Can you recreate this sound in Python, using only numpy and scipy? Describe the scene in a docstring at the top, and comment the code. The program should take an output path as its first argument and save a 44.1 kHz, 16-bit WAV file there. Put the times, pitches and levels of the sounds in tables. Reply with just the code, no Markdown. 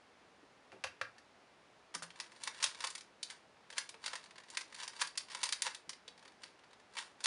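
"""A faint steady room noise comes first, then a soft finger bump and the knocks of a twisty puzzle on a laptop.
The twelve-sided plastic puzzle is set down, picked up again and turned at speed in a small quiet room.
Knocks ring the laptop case and thump the desk; loose pieces clack in tight clusters, tick and scrape.
Hits are noise bursts shaped by plastic or case resonances, and the scrape is a stream of tiny ticks.
The walls add a short tail of decaying noise."""
import sys
import numpy as np
from scipy import signal
from scipy.fft import rfft, irfft
from scipy.io import wavfile
from scipy.ndimage import uniform_filter1d

SR = 44100
rng = np.random.default_rng(int(sys.argv[2]) if len(sys.argv) > 2 else 0)


def dump_mix(stems):
    """Bounce the given channels to the path in sys.argv[1] as a 16-bit WAV at rate SR."""
    frames = np.atleast_2d(stems).T  # one column per channel
    limited = np.clip(frames, -1, 1)  # hard clip at full scale
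    pcm = np.round(limited * 32767).astype(np.int16)
    wavfile.write(sys.argv[1], SR, pcm)


N = 320166  # length in samples

# spectrum shape of the steady room noise: pitch_hz [Hz], relative density_db [dB]
QUIET_COLOUR = [(25, -31), (50, -11), (100, -7.5), (200, -2.5), (400, -1), (800, -1), (1300, -4),
                (2100, -7), (3200, -11.5), (5000, -15.5), (7000, -21), (8000, -25), (10000, -24),
                (12000, -64)]
# fingers gripping the puzzle: start_s [s], level_db [dB], pitch_hz [Hz]
GRIPS = [(0.429, -58.5, 323), (0.728, -53.5, 445), (1.953, -56, 307), (2.67, -69, 131), (3.95, -60.5, 474),
         (5.874, -62.5, 176)]
# broad colour of the room tail: pitch_hz [Hz], level_db [dB]
ROOM_COLOUR = [(100, 4), (500, 0.5), (1700, 4), (3000, 0.5), (5000, 2.5), (7500, 1), (10500, 3)]
# decay of the room tail: pitch_hz [Hz], t60_s [s]
ROOM_T60 = [(150, 0.29), (600, 0.2), (1700, 0.25), (4500, 0.24), (10000, 0.19)]
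# puzzle and hands knocking on the laptop: start_s [s], level_db [dB], soft_hz (treble falls above) [Hz],
# spot_hz (pitch favoured by the struck spot) [Hz], freedom of the case to ring [0-1],
# thump_db (desk) [dB], thump_hz [Hz]
KNOCKS = [(0.719, -56.5, 2500, 2430, .3, -66, 190), (0.727, -56, 1100, 800, .3, -69, 114),
          (0.839, -36.5, 4940, 2820, 0.74, -61.5, 99), (0.844, -40.5, 1970, 830, 0.44, -69, 75),
          (0.869, -48, 3220, 2730, 0.7, -80, 100), (1.013, -34.5, 2460, 1350, 0.75, -59, 109),
          (1.048, -53, 2000, 1500, 1, -80, 101), (1.182, -57, 5600, 900, 1, -82, 88),
          (1.949, -44, 1550, 1170, 0.3, -58, 172), (2.022, -46.5, 1400, 1330, 0.34, -56, 170)]
# broad response of the laptop: pitch_hz [Hz], level_db [dB]
LAPTOP_COLOUR = [(60, -18.5), (200, -15), (350, -18), (600, -4), (1500, 0.5), (3300, -0.5), (6000, 3.5),
                 (8000, -0.5), (10500, 3)]
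# resonances of the laptop with the puzzle on it: pitch_hz [Hz], width_hz [Hz], level_db over broad response [dB]
LAPTOP_MODES = [(529, 91, 23), (920, 100, -5), (1230, 80, 1), (1447, 86, 3.5), (1780, 240, 14),
                (2100, 60, -2), (2350, 84, 12), (2690, 85, 11), (4580, 450, 7), (5700, 120, 2)]
# pieces clacking: start_s [s], level_db [dB], lowest_hz (bass falls below) [Hz], main_hz (favoured pitch) [Hz],
# tilt_db (brightness) [dB per octave], spread_ms (mean delay of the later contacts) [ms]
CLACKS = [(1.941, -46.5, 810, 8900, -3.5, 3.8), (1.949, -38.5, 660, 5500, 2, 1.5),
          (2.023, -44.5, 760, 1340, 3, 5.9), (2.036, -50.5, 550, 1400, -3, 3.3),
          (2.104, -53.5, 1640, 3080, -6.5, 1.5), (2.2, -40, 1250, 5100, -2, 1),
          (2.436, -40.5, 720, 3970, 4, 0.62), (2.474, -36.5, 960, 1820, -2.5, 1.8),
          (2.626, -32, 920, 6000, 0, 3.9), (2.64, -27.5, 705, 3430, 1, 1.23),
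          (2.662, -43, 1210, 4630, -1.5, 1.2), (2.805, -43.5, 1200, 4820, -2.5, 1),
          (2.84, -34.5, 860, 1090, -2.5, 4.5), (2.87, -40, 630, 4630, 1.5, 2.8),
          (2.902, -46, 630, 7480, 2, 4.9), (2.951, -42.5, 1120, 2050, 1, 2.5),
          (2.979, -49.5, 760, 4110, 0.5, 2.9), (3.008, -52, 860, 5430, 0, 2.1),
          (3.229, -38, 2780, 4030, -1, 2), (3.3, -45.5, 1450, 1830, -2, 5),
          (3.702, -49.5, 990, 1840, -2.5, 2.1), (3.726, -50.5, 670, 3100, -2.5, 4.2),
          (3.769, -45.5, 1090, 2460, -4, 4.7), (3.781, -32.5, 950, 1710, 0, 2),
          (3.891, -46.5, 760, 2700, 2, 1.6), (3.941, -53, 800, 2530, -6.5, 4.8),
          (4.04, -45, 990, 4110, -4, 3.8), (4.06, -37, 870, 4200, -1, 3.8),
          (4.079, -41.5, 990, 4450, -4, 1.3), (4.132, -41, 880, 1050, -4.5, 2.3),
          (4.154, -42, 695, 1810, -1.5, 3.5), (4.24, -55.5, 870, 4110, -0.5, 1.5),
          (4.357, -56.5, 1120, 4630, -5.5, 2.3), (4.38, -52, 1120, 1760, -4, 3.6),
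          (4.501, -50.5, 550, 7500, 1.5, 1.8), (4.549, -51, 1120, 4630, -2.5, 2.3),
          (4.571, -34, 1320, 2150, -2, 2.6), (4.61, -45, 935, 5560, -2.5, 3.4),
          (4.745, -48, 1050, 4270, -0.5, 10.6), (4.8, -46, 1110, 3360, -3, 3.2),
          (4.832, -43, 760, 5650, -1.5, 2.1), (4.878, -42.5, 710, 5050, 0.5, 0.98),
          (4.964, -54, 810, 4450, -1.5, 1.1), (4.996, -43.5, 1280, 5880, -2.5, 9.3),
          (5.01, -39, 630, 1770, 4, 2), (5.015, -30, 900, 1580, -2, 3.35),
          (5.072, -46.5, 710, 4820, 1.5, 1.8), (5.175, -33.5, 1050, 4800, 2.2, 2.5),
          (5.3, -50, 1200, 5010, -4, 6.4), (5.315, -47.5, 920, 5220, -2.5, 5),
          (5.348, -40, 866, 890, -2, 1.6), (5.431, -33, 870, 910, -0.1, 1.87),
          (5.437, -34, 700, 4270, 3, 1.6), (5.455, -41.5, 1200, 4630, 0.5, 3.5),
          (5.49, -40, 805, 4820, .3, 1.9), (5.524, -31.5, 1220, 4440, 0, 1.5),
          (5.62, -31, 1100, 1870, 3.5, 1.4), (5.665, -35.5, 920, 875, -3.5, 4.8),
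          (5.747, -45, 1130, 3640, 0.5, 1.1), (5.893, -41, 865, 5400, 0.5, 2.7),
          (5.931, -51.5, 2160, 4820, -6.5, 1.4), (6.079, -48, 3000, 3740, -7.5, 1.15),
          (6.251, -58, 800, 1920, -4, 2.7), (6.435, -47.5, 1690, 4560, -4.5, 3),
          (6.636, -62, 1460, 4630, -10, 2.3), (6.731, -59.5, 1050, 3670, -4, 2),
          (6.968, -42.5, 1290, 2170, -5, 3.2), (6.986, -40, 1290, 3340, -3.5, 1.7),
          (7.205, -51.5, 900, 1510, -2, 3), (7.24, -33.5, 710, 4360, 2, 5.8),
          (7.257, -27, 750, 4200, -1.5, 3.1)]
# broad response of the plastic: pitch_hz [Hz], level_db [dB]
PUZZLE_COLOUR = [(100, -18), (400, -3), (530, 2.5), (740, -9.5), (900, 2.5), (1300, -4.5), (2400, -4),
                 (3200, 1), (5000, 1), (6500, -2), (7800, -7.5), (9500, 0), (11000, -16.5)]
# resonances of the hollow puzzle: pitch_hz [Hz], width_hz [Hz], level_db over broad response [dB]
PUZZLE_MODES = [(995, 44, 1), (1040, 260, 2), (1494, 39, 2.5), (1793, 370, 6), (2240, 340, 4),
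                (2680, 130, 2), (3660, 110, -0.5), (4550, 99, 3), (5680, 45, 0.5), (7290, 700, 5),
                (8770, 200, 3.5), (9070, 36, -10)]
# loose pieces rattling while the fingers shift their hold: start_s [s], end_s [s], tick level_db [dB]
RATTLES = [(2.151, 2.429, -58.5), (2.53, 2.827, -52.5), (4.001, 4.3, -59.5), (4.299, 4.559, -59),
           (4.68, 4.978, -55.5), (5.048, 5.416, -56), (6.15, 6.329, -62), (6.382, 6.856, -67.5)]
# faces sliding round: peak_s (greatest speed) [s], level_db (scrape) [dB], run_up_s [s]
TURNS = [(2.195, -57.5, 0.04), (2.46, -52.5, 0.11), (2.65, -44, 0.073), (2.85, -45.5, 0.067),
         (3.32, -58.5, 0.068), (3.79, -53, 0.06), (4.06, -49, 0.033), (4.15, -57, .08), (4.3, -78, 0.088),
         (4.57, -55.5, .1), (4.82, -51, 0.094), (5.03, -49.5, 0.097), (5.33, -58.5, 0.032),
         (5.46, -46, 0.11), (5.66, -43.5, 0.042), (6.435, -59, 0.028), (6.98, -43, 0.032),
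         (7.255, -42, 0.027)]

QUIET_DB = -65
TOP_HZ = 10900
LEVEL_WINDOW_S = .01  # a hit's level is its energy held over this time
HIT_SIZE = 4096  # samples
HIT_T = np.arange(HIT_SIZE) / SR
RUN_UP_DB, BRAKE_DB_PER_S = 15.5, 226  # scrape swells by this much over the run-up, then dies as the face seats


def undb(db):
    """Decibels to gain."""
    return 10 ** (np.asarray(db) / 20)


def freqs(size):
    """Frequencies of a spectrum of so many samples, kept above zero."""
    return np.maximum(np.fft.rfftfreq(size, 1 / SR), 1)


def contour(points, hz):
    """Read (Hz, value) points on a log-frequency axis."""
    at, value = np.transpose(points)
    return np.interp(np.log(hz), np.log(at), value)


def fade(t, t60):
    """Exponential decay that loses 60 dB in t60 seconds."""
    return np.exp(-np.log(1000) * t / t60)


def through(x, response):
    """Pass a sound through an impulse response."""
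    return signal.fftconvolve(x, response)[:len(x)]


def ring(db):
    """Causal impulse response with the given spectrum, by way of the cepstrum."""
    cepstrum = irfft(np.log(undb(db)))
    # fold the time-reversed half forward, so the ring starts at once
    cepstrum[1:HIT_SIZE // 2] *= 2
    cepstrum[HIT_SIZE // 2 + 1:] = 0
    return irfft(np.exp(rfft(cepstrum)))


def add(out, s, hit, db):
    """Mix in a hit whose energy equals db held over the level window."""
    start = int(np.clip(s * SR, 0, N - 1))
    gain = undb(db) * np.sqrt(LEVEL_WINDOW_S * SR / np.sum(hit ** 2))
    out[start:start + len(hit)] += gain * hit[:N - start]


def quiet():
    """Steady soft noise of the room."""
    noise = irfft(rfft(rng.standard_normal(N)) * undb(contour(QUIET_COLOUR, freqs(N))), N)
    return noise / np.std(noise) * undb(QUIET_DB)


def grips(t60=0.14, octaves=0.36):
    """Fingertips land on the puzzle with a dull, damped bump: decaying noise around one pitch."""
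    out, hz = np.zeros(N), freqs(HIT_SIZE)
    for s, db, pitch_hz in GRIPS:
        push = fade(HIT_T, t60) * rng.standard_normal(HIT_SIZE)
        peak_db = -20 * np.log10(1 + (np.log2(hz / pitch_hz) / octaves) ** 2)
        add(out, s, through(push, ring(peak_db)), db)
    return out


def room(x, wet_db=-8.5, full_tail_s=0.011, count=12):
    """Close walls return a dense tail whose treble dies soonest."""
    size = SR // 2
    t, hz = np.arange(size) / SR, freqs(size)
    noise = rfft(rng.standard_normal(size))
    centres = np.geomspace(100, 11000, count)
    t60s, colour = contour(ROOM_T60, centres), undb(contour(ROOM_COLOUR, hz))
    tail = 0
    # overlapping bands, each dying at its own rate
    for t60, share in zip(t60s, np.eye(count)):
        weight = np.interp(np.log(hz), np.log(centres), share)
        band = irfft(noise * colour * weight, size)
        tail = tail + band * fade(t, t60)
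    # silent for half of full_tail_s, then rising
    onset = np.clip(2 * t / full_tail_s - 1, 0, 1)
    typical_size = np.linalg.norm(fade(t, np.median(t60s)))
    return through(x, undb(wet_db) * tail * onset / typical_size)


def moving_room(x, move_s=0.452, count=3):
    """As the hands move, the puzzle crossfades in a steady cycle between places with their own echo patterns."""
    place = np.arange(N) / SR / move_s
    wet = np.zeros(N)
    for k in range(count):
        distance = np.abs((place - k + count / 2) % count - count / 2)
        share = np.sqrt(np.maximum(1 - distance, 0))
        wet += room(x * share)
    return wet


def body_db(colour, modes):
    """Response of an object: resonant peaks standing on a broad colour."""
    hz = freqs(HIT_SIZE)
    peaks = sum(db / (1 + (2 * (hz - f) / width) ** 2) for f, width, db in modes)
    return contour(colour, hz) + peaks


def favour(hz, centre_hz, db, octaves):
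    """The spot that is struck feeds the resonances around one pitch more than the rest."""
    return db * np.exp(-(np.log2(hz / centre_hz) / octaves) ** 2)


def contacts(spread_ms, t60, rebound, rebound_s, snap, snap_t60, count=3):
    """A few quick contacts set small parts ringing, with one hard snap among them and a rebound."""
    chance = rng.random(count + 1)
    later = (np.arange(1, count) + chance[2:] - .5) / count * 2 * spread_ms / 1000
    starts = np.append(0, later)
    rebound_start = rebound_s * (.5 + chance[0])
    snap_start = starts[1] * (.5 + chance[1] / 2)
    starts = np.append(starts, [rebound_start, snap_start])
    sizes = np.append(rng.uniform(0.7, 1, count), [rebound, snap])
    decays = np.append(np.full(count + 1, t60), snap_t60)
    age = HIT_T - starts[:, None]
    envelopes = sizes[:, None] * (age >= 0) * fade(np.abs(age), decays[:, None])
    power = np.sum(envelopes ** 2, axis=0)
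    return np.sqrt(power) * rng.standard_normal(HIT_SIZE)


def even_out(x, width_hz):
    """Give a burst the same energy in every broad band while its narrow peaks stay random."""
    width_bins = max(int(width_hz * HIT_SIZE / SR), 2)
    power = uniform_filter1d(np.abs(rfft(x)) ** 2, width_bins)
    return through(x, ring(-10 * np.log10(power + 1e-12)))


def knocks():
    """Each knock rings the laptop case unless a resting hand damps it; the desk answers with a slow thump."""
    out, hz = np.zeros(N), freqs(HIT_SIZE)
    broad = contour(LAPTOP_COLOUR, hz)
    peaks = body_db(LAPTOP_COLOUR, LAPTOP_MODES) - broad
    t = np.arange(SR // 4) / SR
    for s, db, soft_hz, spot_hz, freedom, thump_db, thump_hz in KNOCKS:
        blow = contacts(spread_ms=0.76, t60=0.045, rebound=0.36, rebound_s=.005, snap=2.8, snap_t60=0.007)
        # a soft contact lasts longer and so holds less treble
        softness = -10 * np.log10(1 + (hz / soft_hz) ** 4)
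        case = broad + freedom * peaks + favour(hz, spot_hz, db=7, octaves=0.36)
        add(out, s, through(even_out(blow, width_hz=400), ring(case + softness)), db)
        swell = 1 - np.exp(-t / .015)
        thump = np.sin(2 * np.pi * thump_hz * t) * fade(t, 0.16) * swell
        add(out, s, thump, thump_db)
    return out


def clack(shell_db, lowest_hz, main_hz, tilt_db, spread_ms):
    """Pieces snap against their neighbours: a whole face rings low, a single piece only high."""
    hz = freqs(HIT_SIZE)
    # small parts radiate little below their lowest resonance; the loss stops near -24.75 dB
    bass_loss = 10 * np.log10(1 / (1 + (lowest_hz / hz) ** 6) + 10 ** (-24.75 / 10))
    tilt = tilt_db * np.log2(np.maximum(hz, 500) / 4000)
    spot = favour(hz, main_hz, db=5, octaves=0.21)
    blow = contacts(spread_ms, t60=0.03, rebound=0.59, rebound_s=0.0063, snap=1.96, snap_t60=0.0041)
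    burst = even_out(blow, width_hz=1150)
    return through(burst, ring(shell_db + bass_loss + tilt + spot))


def clacks():
    """The distinct clacks of faces catching and snapping home, rung through the hollow shell."""
    out, shell = np.zeros(N), body_db(PUZZLE_COLOUR, PUZZLE_MODES)
    for s, db, lowest_hz, main_hz, tilt_db, spread_ms in CLACKS:
        add(out, s, clack(shell, lowest_hz, main_hz, tilt_db, spread_ms), db)
    return out


def scattered(start_s, end_s, count):
    """Uneven moments, one in each equal part of a stretch of time."""
    return start_s + (end_s - start_s) * (np.arange(count) + rng.random(count)) / count


def rattle(scatter_db=2, low_hz=1400, high_hz=5400):
    """Loose pieces tick at uneven moments, each with its own strength and pitch."""
    out, shell = np.zeros(N), body_db(PUZZLE_COLOUR, PUZZLE_MODES)
    for start_s, end_s, db in RATTLES:
        for s in scattered(start_s, end_s, count=6):
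            pitch_hz = low_hz * (high_hz / low_hz) ** rng.random()
            tick = clack(shell, lowest_hz=1100, main_hz=pitch_hz, tilt_db=-4.0, spread_ms=2.2)
            add(out, s, tick, db + scatter_db * rng.standard_normal())
    return out


def turning():
    """Strength of the scrape: each face gathers speed over its run-up and is braked as it seats."""
    t = np.arange(N) / SR
    strength = np.zeros(N)
    for s, db, run_up_s in TURNS:
        # the larger loss applies: run-up before the peak, braking after it
        loss_db = np.maximum(RUN_UP_DB * (s - t) / run_up_s, BRAKE_DB_PER_S * (t - s))
        strength += undb(db - loss_db)
    return strength


def sliding(grains_per_s=900, scatter_db=5.0, lowest_hz=850):
    """Edges catch and slip as a face turns: a stream of tiny uneven ticks into the puzzle's shell."""
    hz = freqs(HIT_SIZE)
    sizes = undb(scatter_db * np.minimum(rng.exponential(size=N), 2.8))
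    ticks = (rng.random(N) < grains_per_s / SR) * sizes * rng.choice([-1, 1], N)
    bass_loss = -10 * np.log10(1 + (lowest_hz / hz) ** 6)
    tilt = -2.53 * np.log2(hz / 4000)  # dB per octave
    shell = body_db(PUZZLE_COLOUR, PUZZLE_MODES) + bass_loss + tilt
    pieces = even_out(fade(HIT_T, 0.011) * rng.standard_normal(HIT_SIZE), width_hz=520)
    scrape = through(ticks, through(pieces, ring(shell)))
    return scrape / np.std(scrape) * turning()


def scene():
    """Puzzle and laptop heard close, with the room behind them."""
    near = grips() + knocks() + clacks() + rattle() + sliding()
    return (quiet() + near + moving_room(near))[None]


def record(dry):
    """A steep low-pass cuts the top octave."""
    low_pass = signal.ellip(8, .3, 60, TOP_HZ, fs=SR, output="sos")
    return signal.sosfilt(low_pass, dry)


dry = scene()
out = record(dry)
dump_mix(out)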